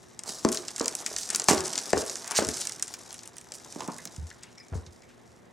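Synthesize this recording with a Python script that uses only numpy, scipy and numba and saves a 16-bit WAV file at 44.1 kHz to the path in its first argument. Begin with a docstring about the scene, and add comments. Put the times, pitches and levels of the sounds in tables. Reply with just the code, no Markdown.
"""A steady hum and room air come first, with a faint rustle; then stiff sheets and a plastic sleeve are handled
near a camera in a living room. Creases snap as filtered noise puffs, dense ones merge into rushes, and the film
rustles by countless tiny slips. Knocks on a stiff bag excite damped modes, heels thud on floorboards (damped
sines), and short narrow-band squeaks come late. A diffuse echo surrounds all but the thuds, hum and air."""
import sys
import numpy as np
from scipy import signal
from scipy.fft import rfft, irfft, next_fast_len
from scipy.io import wavfile
from scipy.ndimage import uniform_filter1d
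from numba import njit

SR = 44100
rng = np.random.default_rng(int(sys.argv[2]) if len(sys.argv) > 2 else 0)


def boost_factor(decibels):
    """Convert a level in decibels to a linear amplitude factor."""
    exponent = np.asarray(decibels, float) / 20
    return 10 ** exponent


def store_pcm(level_fs):
    """Save levels as 16-bit WAV."""
    pcm = np.round(np.clip(level_fs, -1, 1) * 32767).astype(np.int16)
    wavfile.write(sys.argv[1], SR, np.atleast_2d(pcm).T)


N = 243519

# blows on bag and card: t/s of the knock, less about 2 ms, peak level of the body/dB before the room,
# centre f/Hz, t60/s
BLOWS = [(0.29, -38, 231, .06), (.447, -7.5, 340, 0.06), (.806, -17, 376, 0.21),
         (1.059, -35.5, 2080, 0.022), (1.111, -35, 540, 0.028), (1.298, -31.5, 1580, 0.038),
         (1.344, -29.5, 1260, 0.029), (1.394, -34, 820, 0.065), (1.419, -36, 490, 0.056),
         (1.484, -7, 850, 0.19), (1.507, -9, 255, 0.14), (1.529, -17, 358, 0.039),
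         (1.9304, -8.5, 553, 0.026), (1.969, -16.5, 428, 0.11), (2.017, -30.5, 450, 0.047),
         (2.312, -28.5, 1010, .18), (2.386, -13, 594, 0.083), (2.419, -17.5, 412.5, 0.063),
         (2.483, -26.5, 206, .047), (3.514, -48, 610, .18), (3.758, -29.5, 245, 0.2),
         (3.804, -27, 875, 0.024), (3.818, -35, 990, 0.031), (3.881, -25, 232, 0.049),
         (3.985, -38, 1900, 0.11), (4.056, -41, 201, 0.059), (4.311, -37, 1720, 0.028),
         (4.751, -33, 310, 0.043)]
# stereo width of a diffuse field at close-set microphones: f/Hz, side over mid (ratio, before a share is applied)
STEREO_WIDTH = [(40, .5), (130, .3), (350, .42), (700, .33), (1500, .33), (3000, .22), (5500, .1),
                (9500, .32), (13000, .65)]


def along(table, hz):
    """Interpolation of (f/Hz, value) rows on a log-frequency axis."""
    f, v = np.transpose(table)
    return np.interp(np.log(np.maximum(hz, 1)), np.log(f), v)


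def colour(x, table):
    """Spectral shaping: weights each frequency by (f/Hz, level/dB) rows and sets the rms to 1."""
    hz = np.arange(x.shape[-1] // 2 + 1) * SR / x.shape[-1]
    y = irfft(rfft(x) * boost_factor(along(table, hz)), x.shape[-1])
    return y / np.sqrt(np.mean(y ** 2))


def diffuse(size, share):
    """Diffuse-field coherence: left and right noise share a mid part and differ by a side part."""
    mid, side = rfft(rng.standard_normal((2, size)))
    side = share * side * along(STEREO_WIDTH, np.arange(len(side)) * SR / size)
    return irfft(np.array([mid + side, mid - side]), size)


def bursts(s, db, hz, t60, octaves, blow, rise_s, order=2):
    """Impact excitation: an impulse and a decaying noise puff, at most 0.29 s long, drive a band-pass filter."""
    out = np.zeros(N + SR)
    t = np.arange(int(.3 * SR)) / SR
    for s, db, hz, t60, octaves, rise in zip(*np.broadcast_arrays(s, db, hz, t60, octaves, rise_s)):
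        size = int(min(max(t60, 12 / hz) + rise, .29) * SR)
        decay = np.exp(-np.log(1000) * np.maximum(t[:size] - rise, 0) / t60)
        onset = np.minimum(t[:size] / rise, 1)
        x = rng.standard_normal(size) * decay * onset
        x[0] = blow * np.sqrt(SR / hz)  # a lower band gets a stronger impulse
        edges = np.minimum(hz * 2 ** (np.array([-.5, .5]) * octaves), [.4 * SR, .45 * SR])
        x = signal.sosfilt(signal.butter(order, edges, "band", fs=SR, output="sos"), x)
        start = int(s * SR)
        out[start:start + size] += boost_factor(db) * x / np.abs(x).max()
    return out[:N]


@njit
def rings(start, hz, t60, left, right, size, sr):
    """Modal superposition: damped sines, each starting at its own moment and ending after its t60."""
    out = np.zeros((2, size))
    for k in range(len(start)):
        p = np.exp(2j * np.pi * hz[k] / sr - np.log(1000) / (t60[k] * sr))
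        z = 1 + 0j
        i0 = int(start[k] * sr)
        for i in range(max(i0, 0), min(i0 + int(t60[k] * sr), size)):
            out[0, i] += left[k] * z.imag
            out[1, i] += right[k] * z.imag
            z *= p
    return out


def crackle(table, per_s, tail_db, blur_s, smooth):
    """Stick-slip friction: random slips with a long tail of sizes, each a puff of noise, over a smooth hiss."""
    chance, rank = rng.random((2, N))
    ticks = (chance < per_s / SR) * boost_factor(-tail_db * np.log(rank + .04))
    fade = np.exp(-1 / (blur_s * SR))  # blur_s is the 1/e time of one puff
    puffs = signal.lfilter([1], [1, -fade], ticks)
    puffs = puffs / np.sqrt(np.mean(puffs ** 2)) + smooth
    return colour(rng.standard_normal(N) * puffs, table)


def effort(s):
    """Work of the hands: rustle level in dB, before flutter and room, interpolated at the given times."""
    # how hard the hands work the film: t/s, rustle level/dB
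    handling = [(0.0, -61), (.25, -62), (.42, -49), (.74, -49.5), (.89, -44.5), (1.44, -43.5),
                (1.58, -39.5), (2.08, -42), (2.37, -48), (2.51, -39), (2.69, -46.5), (2.84, -52),
                (3.0, -51.5), (3.43, -61), (3.78, -49), (3.95, -53), (4.43, -62.5), (5.52, -70)]
    return np.interp(s, *np.transpose(handling))


def room_air():
    """Broadband ambient noise: steady, diffuse and coloured."""
    # spectrum of the room air: f/Hz, relative level/dB
    air_spectrum = [(15, -45), (25, -7), (111, -7), (192, -4), (245, -7), (313, -9), (358, -5.5),
                    (766, -13), (1510, -20), (1780, -16.5), (2670, -26), (6920, -33), (13600, -43),
                    (16500, -59)]
    return boost_factor(-56) * colour(diffuse(N, share=2.37), air_spectrum)


def hum():
    """Tonal radiation of an appliance: mains hum whose partials waver slightly in level."""
    # hum partials: f/Hz, level/dB (1.5 dB below mean peak amplitude)
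    partials = [(118.4, -68), (242.2, -67), (360.7, -70.5)]
    t = np.arange(N) / SR
    waver_s, waver_db = .15, 0.74
    waver = uniform_filter1d(rng.standard_normal((len(partials), N)), int(waver_s * SR)) * np.sqrt(waver_s * SR)
    out = 0
    for (hz, db), w in zip(partials, waver):
        out = out + boost_factor(db + 1.5 + waver_db * w) * np.sin(2 * np.pi * hz * t)
    return out


def flutter():
    """Amplitude modulation: the grip slackens and tightens, so the gain wanders in short smoothed steps."""
    step_db, step_s = 1.5, 0.023
    hold = int(step_s * SR)
    steps = np.repeat(rng.standard_normal(N // 200), hold)[:N]
    return boost_factor(step_db * uniform_filter1d(steps, hold // 2))


def film(film_db):
    """Stick-slip rustle of the film: brief slips whose level follows the hands."""
    # spectrum of the film's rustle: f/Hz, relative density/dB per Hz
    film_spectrum = [(880, -36), (1500, -4), (2580, -11.5), (5580, 6.5), (7390, 4.5), (10500, -4.5),
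                     (13100, -16.5), (15100, -20), (16000, -53), (16500, -51)]
    rustle = crackle(film_spectrum, per_s=290, tail_db=0.5, blur_s=.0015, smooth=0.54)
    return rustle * boost_factor(film_db) * flutter()


def scuff(film_db):
    """Sliding friction of bag and cloth: duller slips that swell less steeply than the film's rustle."""
    # spectrum of the scuffing: f/Hz, relative density/dB per Hz
    scuff_spectrum = [(71, -68), (120, -13), (325, 0), (372, -3.5), (612, -4), (664, 0.5), (1040, -4.5),
                      (3000, -17.5), (3900, -9), (6600, -120)]
    scuff_db = -55 + 0.69 * (film_db + 50)  # -55 dB when the film is at -50 dB
    return crackle(scuff_spectrum, per_s=120, tail_db=3, blur_s=0.004, smooth=0.8) * boost_factor(scuff_db)


def lesser_snaps():
    """Random point process: lesser creases come more often and louder the harder the hands work."""
    count, over_film_db, spread_db = 110, 12, 7.5
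    median_hz, crisp_db = 6400, -36.5
    t = np.arange(0, N / SR, .001)
    odds = np.cumsum(boost_factor(.7 * effort(t)))
    s = np.interp(rng.random(count), odds / odds[-1], t)
    chance = rng.standard_normal((3, count))
    db = effort(s) + over_film_db + spread_db * chance[0]
    return s, db, median_hz * 2 ** (0.25 * chance[1]), crisp_db + 5 * chance[2]


def snaps():
    """Buckling instability: a crease flips with a bright crack, a thin top edge and a duller flap of the sheet."""
    # the clearest creases: t/s of the snap, less 1 ms, peak level of the crack/dB before the room,
    # centre f/Hz, level of the top edge relative to the crack/dB
    crease_table = [(0.191, -19, 6560, -32), (0.2348, -22.5, 6750, -24), (0.2916, -17.5, 6160, -33),
                    (0.4482, -12, 5800, -34), (0.4873, -13.5, 6500, -36), (0.5175, -15.5, 7930, -27),
                    (0.5264, -13.5, 6400, -28), (0.5453, -14.5, 7060, -22), (0.5716, -13, 5250, -32),
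                    (0.6497, -32, 6000, -27), (0.6813, -15.5, 6100, -39), (0.7048, -28, 6410, -33),
                    (0.761, -17, 6250, -33), (0.78, -19, 6900, -34), (0.7962, -12.5, 6260, -30),
                    (0.8113, -15, 5650, -36), (0.844, -21, 5780, -29), (0.8574, -11.5, 6230, -19),
                    (0.8798, -7, 6660, -33), (0.951, -9.5, 7160, -29), (1.01, -27, 7990, -31),
                    (1.062, -11, 6270, -20), (1.1628, -12, 6000, -36), (1.1835, -14.5, 7100, -32),
                    (1.232, -19, 5600, -30), (1.246, -33, 6000, -23), (1.3016, -11.5, 6600, -32),
                    (1.3472, -7, 5900, -16), (1.3582, -5.5, 7570, -27), (1.3804, -25.5, 7010, -24),
                    (1.3969, -8.5, 6200, -29), (1.4184, -16, 5800, -26), (1.4406, -15, 7500, -31),
                    (1.484, -1.5, 5870, -35), (1.546, -19, 7700, -28), (1.6048, -15, 6400, -27),
                    (1.6475, -21, 6400, -32), (1.7325, -15, 6140, -28), (1.7546, -14.5, 5400, -31),
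                    (1.7781, -12, 6140, -25), (1.7867, -12.5, 5980, -36), (1.7984, -28, 5460, -33),
                    (1.8916, -38, 5490, -29), (1.904, -23, 6910, -28), (1.929, -13, 5960, -28),
                    (1.9767, -14, 6200, -32), (2.008, -25.5, 7100, -26), (2.0187, -18.5, 6340, -32),
                    (2.0657, -34, 6410, -27), (2.0959, -17.5, 5660, -27), (2.1553, -15, 6400, -37),
                    (2.167, -24, 6540, -31), (2.2433, -23, 5900, -26), (2.2766, -19.5, 6600, -16),
                    (2.3091, -13, 6940, -33), (2.3166, -14, 7100, -21), (2.362, -12.5, 5500, -29),
                    (2.3693, -24, 6050, -26), (2.376, -9.5, 6700, -28), (2.4242, -19.5, 5900, -31),
                    (2.4474, -14.5, 6040, -28), (2.4683, -19.5, 7100, -36), (2.4875, -10, 6730, -32),
                    (2.537, -24, 6470, -26), (2.5411, -16.5, 6240, -33), (2.5673, -18.5, 6850, -29),
                    (2.609, -20, 7760, -26), (2.6135, -15.5, 6900, -31), (2.6515, -20.5, 7700, -20),
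                    (2.6706, -12, 6500, -28), (2.6942, -17.5, 6700, -22), (2.7202, -18, 6120, -36),
                    (2.7955, -24, 7000, -23), (2.824, -7, 7100, -38), (2.843, -34, 6040, -23),
                    (2.8785, -24.5, 6710, -30), (2.9383, -22, 5930, -9), (3.1058, -27, 5400, -16),
                    (3.127, -25, 7800, -30), (3.1414, -26.5, 7430, -22), (3.1901, -27.5, 5450, -26),
                    (3.2331, -29, 6540, -28), (3.256, -32, 8000, -20), (3.2745, -25.5, 7600, -20),
                    (3.3667, -31, 7800, -13), (3.3818, -25.5, 6600, -17), (3.4113, -32, 7400, -28),
                    (3.5192, -22.5, 6500, -28), (3.538, -31, 6520, -30), (3.5495, -40, 6900, -29),
                    (3.7237, -27, 6600, -28), (3.8055, -23.5, 6100, -23), (3.8763, -25, 7200, -18),
                    (3.974, -37, 6340, -17), (3.9829, -25.5, 7900, -22), (4.0527, -20, 7050, -9),
                    (4.0731, -27, 5170, -34), (4.1617, -30.5, 6600, -29), (4.2682, -36, 6600, -33),
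                    (4.3019, -30.5, 6000, -34), (4.4322, -28.5, 6400, -22), (4.581, -35, 5640, -32),
                    (4.8636, -35, 4900, -34), (5.0205, -43, 5320, -31)]
    s, db, hz, crisp_db = np.hstack([np.transpose(crease_table), lesser_snaps()])
    s = s + .001  # all snaps start 1 ms after their listed times
    chance = rng.standard_normal((2, len(s)))
    t60 = 0.012 * 2 ** (0.55 * chance[0])  # no two last alike
    # flap relative to the crack: -18.5 dB under a -18 dB snap, weaker under louder snaps, with scatter
    dull_db = -18.5 - 0.32 * (db + 18) + 2.5 * chance[1]
    bright = bursts(s, db, hz, t60, octaves=0.87, blow=3.15, rise_s=0.00063, order=3)
    top = bursts(s, db + crisp_db, 15000, .4 * t60, octaves=0.6, blow=4.5, rise_s=.0002)
    dull = bursts(s, db + dull_db, 2150, 2.24 * t60, octaves=1.54, blow=0.95, rise_s=0.0023)
    return bright + top + dull


def rushes():
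    """Superposition of dense events: creases too dense to count merge into a swelling, fading, grainy rush."""
    # many creases giving way at once, or card and bag sliding:
    # t/s, peak level/dB before graining and room, centre f/Hz, rise/s, t60/s
    rush_table = [(0.221, -38.5, 650, 0.055, 0.54), (0.248, -28.5, 5950, 0.038, 0.58),
                  (.522, -28, 6140, .003, 0.36), (0.552, -25, 6000, 0.0067, 0.093),
                  (1.172, -31, 6100, 0.0056, 0.74), (1.486, -10, 6140, 0.0029, 0.21),
                  (1.51, -25, 2100, 0.0028, 0.046), (1.55, -33.5, 530, 0.048, 1),
                  (1.962, -27, 6000, 0.038, 0.14), (2.22, -31, 1160, 0.14, 0.22),
                  (2.343, -25.5, 2190, 0.025, 0.19), (2.342, -13, 5830, .036, 0.14),
                  (2.59, -26, 5400, 0.018, 0.25), (3.528, -33.5, 6760, 0.025, 0.077),
                  (3.76, -33.5, 428, 0.067, 0.18), (3.86, -36.5, 585, 0.03, 0.31),
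                  (4.399, -48.5, 2180, 0.049, 0.4), (4.722, -37.5, 404, 0.0066, 0.34),
                  (4.74, -41.5, 6000, 0.016, 0.2), (5.071, -49.5, 2050, 0.029, 0.2)]
    s, db, hz, rise, t60 = np.transpose(rush_table)
    octaves = 1.005 + 0.33 * np.log2(6000 / hz)  # lower rushes are wider
    hold = int(0.0019 * SR)
    steps = np.repeat(rng.standard_normal(N // hold + 1), hold)[:N]
    grain = uniform_filter1d(steps, hold // 4)
    return bursts(s, db, hz, t60, octaves, blow=0, rise_s=rise) * boost_factor(3.6 * grain)


def knocks():
    """Impact response: a push, then the dry body of bag or card shudders, with a thin edge above it."""
    s, db, hz, t60 = np.transpose(BLOWS)
    # 1.15 octaves wide at -20 dB and 300 Hz; harder is wider (per dB), higher is narrower (per octave)
    octaves = np.clip(1.15 + .014 * (db + 20) - .27 * np.log2(hz / 300), .4, 2)
    s = s + 0.002196  # the body starts about 2 ms after the listed time
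    push = 5.  # strength of the first impulse
    body = bursts(s, db, hz, t60, octaves, blow=push, rise_s=0.0027, order=3)
    edge = bursts(s, db - 2.5, 2.3 * hz, 1.35 * t60, octaves=1.13, blow=push, rise_s=0.00046)
    return body + edge


def shell():
    """Modal resonance: blows on the bag leave its hollow shell ringing."""
    # shell modes: mean f/Hz, level/dB (12.5 dB above its mean relative to the blow), t60/s
    shell_modes = [(219.6, -6.5, 0.12), (277.6, -9.5, 0.12), (349.3, -16.5, 0.63), (375.3, -10.5, 0.46),
                   (422, -8.5, 0.34), (636, -16, 0.27)]
    bag_down_s = 2.6  # later blows fall on card and sleeve
    s, db = np.transpose([row[:2] for row in BLOWS if row[0] < bag_down_s])
    out = 0
    for hz, mode_db, t60 in shell_modes:
        chance = rng.standard_normal((2, len(s)))
        g = boost_factor(db + mode_db - 12.5 + 2.1 * chance[0])
        mode_hz = hz * (1 + 0.0152 * chance[1])
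        out = out + rings(s + 0.00312, mode_hz, np.full(len(s), t60), g, g, N, 1. * SR)[0]
    return out


def thuds():
    """Modal excitation: a soft push rings the floorboards; two microphones catch the modes unequally."""
    # heels on the floor: t/s, level/dB before mode levels and smoothing
    thud_table = [(1.145, -45), (1.505, -32), (1.569, -31), (1.952, -28), (2.387, -36), (2.466, -29.5),
                  (4.182, -21.5), (4.224, -27), (4.721, -20.5), (4.753, -19), (4.869, -34.5), (5.285, -47)]
    # floorboard modes: mean f/Hz, level relative to the thud/dB
    board_modes = [(84.7, -3), (68, -11.5), (128, -14), (191.5, -0.5)]
    first_t60_s = 0.2  # of the first mode; the others scale inversely with frequency
    s, db = np.transpose(thud_table)
    out = 0
    for k, (hz, mode_db) in enumerate(board_modes):
        g = boost_factor(db + mode_db) * (-1) ** k  # alternate modes start with opposite sign
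        lean = boost_factor(1.9 * rng.standard_normal(len(s)))
        mode_hz = hz * (1 + 0.054 * rng.standard_normal(len(s)))
        t60 = np.full(len(s), first_t60_s * board_modes[0][0] / hz)
        out = out + rings(s, mode_hz, t60, g * lean, g / lean, N, 1. * SR)
    return uniform_filter1d(out, int(0.0047 * SR))  # the push is soft


def squeaks():
    """Narrow-band resonance: a band of nearly constant width in Hz rings briefly."""
    # short chirps, perhaps a finger slipping on the sleeve: t/s, peak level/dB before the room, f/Hz, t60/s
    squeak_table = [(3.883, -30.5, 990, 0.1), (4.57, -56, 1900, .06), (4.574, -45, 5460, .07),
                    (4.575, -52, 2270, 0.57), (4.597, -43, 5150, 0.068), (4.598, -49.5, 1960, .06),
                    (4.633, -62, 5740, .07), (5.029, -50.5, 2150, .09)]
    width_hz = 280  # approximate
    s, db, hz, t60 = np.transpose(squeak_table)
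    return bursts(s, db, hz, t60, np.log2(1 + width_hz / hz), blow=0, rise_s=0.0035)


def echo(size):
    """Reverberant decay: spectrum of a diffuse echo that sets in after the first wall and dies octave by octave."""
    # the room: f/Hz, t60/s, echo level/dB before the wet gain
    room_table = [(80, 0.7, -4.5), (208, 0.47, 2.5), (384, 0.3, -2.5), (657, 0.6, 2), (2030, 0.15, 1),
                  (6000, 0.077, -4.5), (14500, 0.13, -0.5)]
    t = np.arange(SR // 2) / SR
    room_hz, t60, db = np.transpose(room_table)
    noise, tail = diffuse(len(t), share=1), 0
    for hz in 62.5 * 2. ** np.arange(8):
        octave = signal.butter(2, [hz / 2 ** .5, hz * 2 ** .5], "band", fs=SR, output="sos")
        decay = np.exp(-np.log(1000) * t / along(np.c_[room_hz, t60], hz))
        tail = tail + signal.sosfilt(octave, noise) * decay
    tail = rfft(tail * np.clip((t - .002) / 0.0022, 0, 1), size)
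    # every response shares the room's broad colour; only the fine grain differs
    even = np.sqrt(uniform_filter1d(np.mean(np.abs(tail) ** 2, axis=0), 120 * size // SR)) + 1e-9
    return tail / even * boost_factor(along(np.c_[room_hz, db], np.arange(size // 2 + 1) * SR / size))


def room(direct, wet, hold_s, count):
    """Convolution: the sound switches at random among several responses, so no single echo colours it all."""
    size = next_fast_len(N + SR // 2)
    hop = int(hold_s * SR)
    choice = np.repeat(rng.integers(0, count, N // hop + 1), hop)[:N]
    width = along(STEREO_WIDTH, np.arange(size // 2 + 1) * SR / size)
    out = 0
    for k in range(count):
        gate = uniform_filter1d(1. * (choice == k), hop // 8)  # short crossfades
        side = width * np.exp(2j * np.pi * (k + rng.random()) / count)  # its own stereo phase
        out = out + rfft(direct * gate, size) * np.array([1 + side, 1 - side])
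        out = out + rfft(wet * gate, size) * echo(size)
    return irfft(out, size)[:, :N]


def scene():
    """Direct-to-reverberant balance: film close by and fairly dry; blows fill the room more."""
    film_db = effort(np.arange(N) / SR)
    sheets = film(film_db) + snaps() + rushes() + squeaks()
    blows = scuff(film_db) + knocks() + shell()
    wet = boost_factor(-9.5) * sheets + boost_factor(-7.0) * blows
    near = room(sheets + blows, wet, hold_s=.06, count=5)
    balance = boost_factor(np.array([[.3], [-.3]]))  # slightly to the left
    return near * balance + thuds() + room_air() + hum()


def band_limit(x):
    """A steep low-pass at the top of the band."""
    return signal.sosfilt(signal.butter(12, 16970, fs=SR, output="sos"), x)


def record(dry):
    """High-pass filtering and saturation: the camera cuts the deep bass and rounds the loudest peaks."""
    x = signal.sosfilt(signal.butter(3, 55, "high", fs=SR, output="sos"), dry)
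    mix = 0.74 * np.tanh(x / 0.71)
    return band_limit(mix)


dry = scene()
out = record(dry)
store_pcm(out)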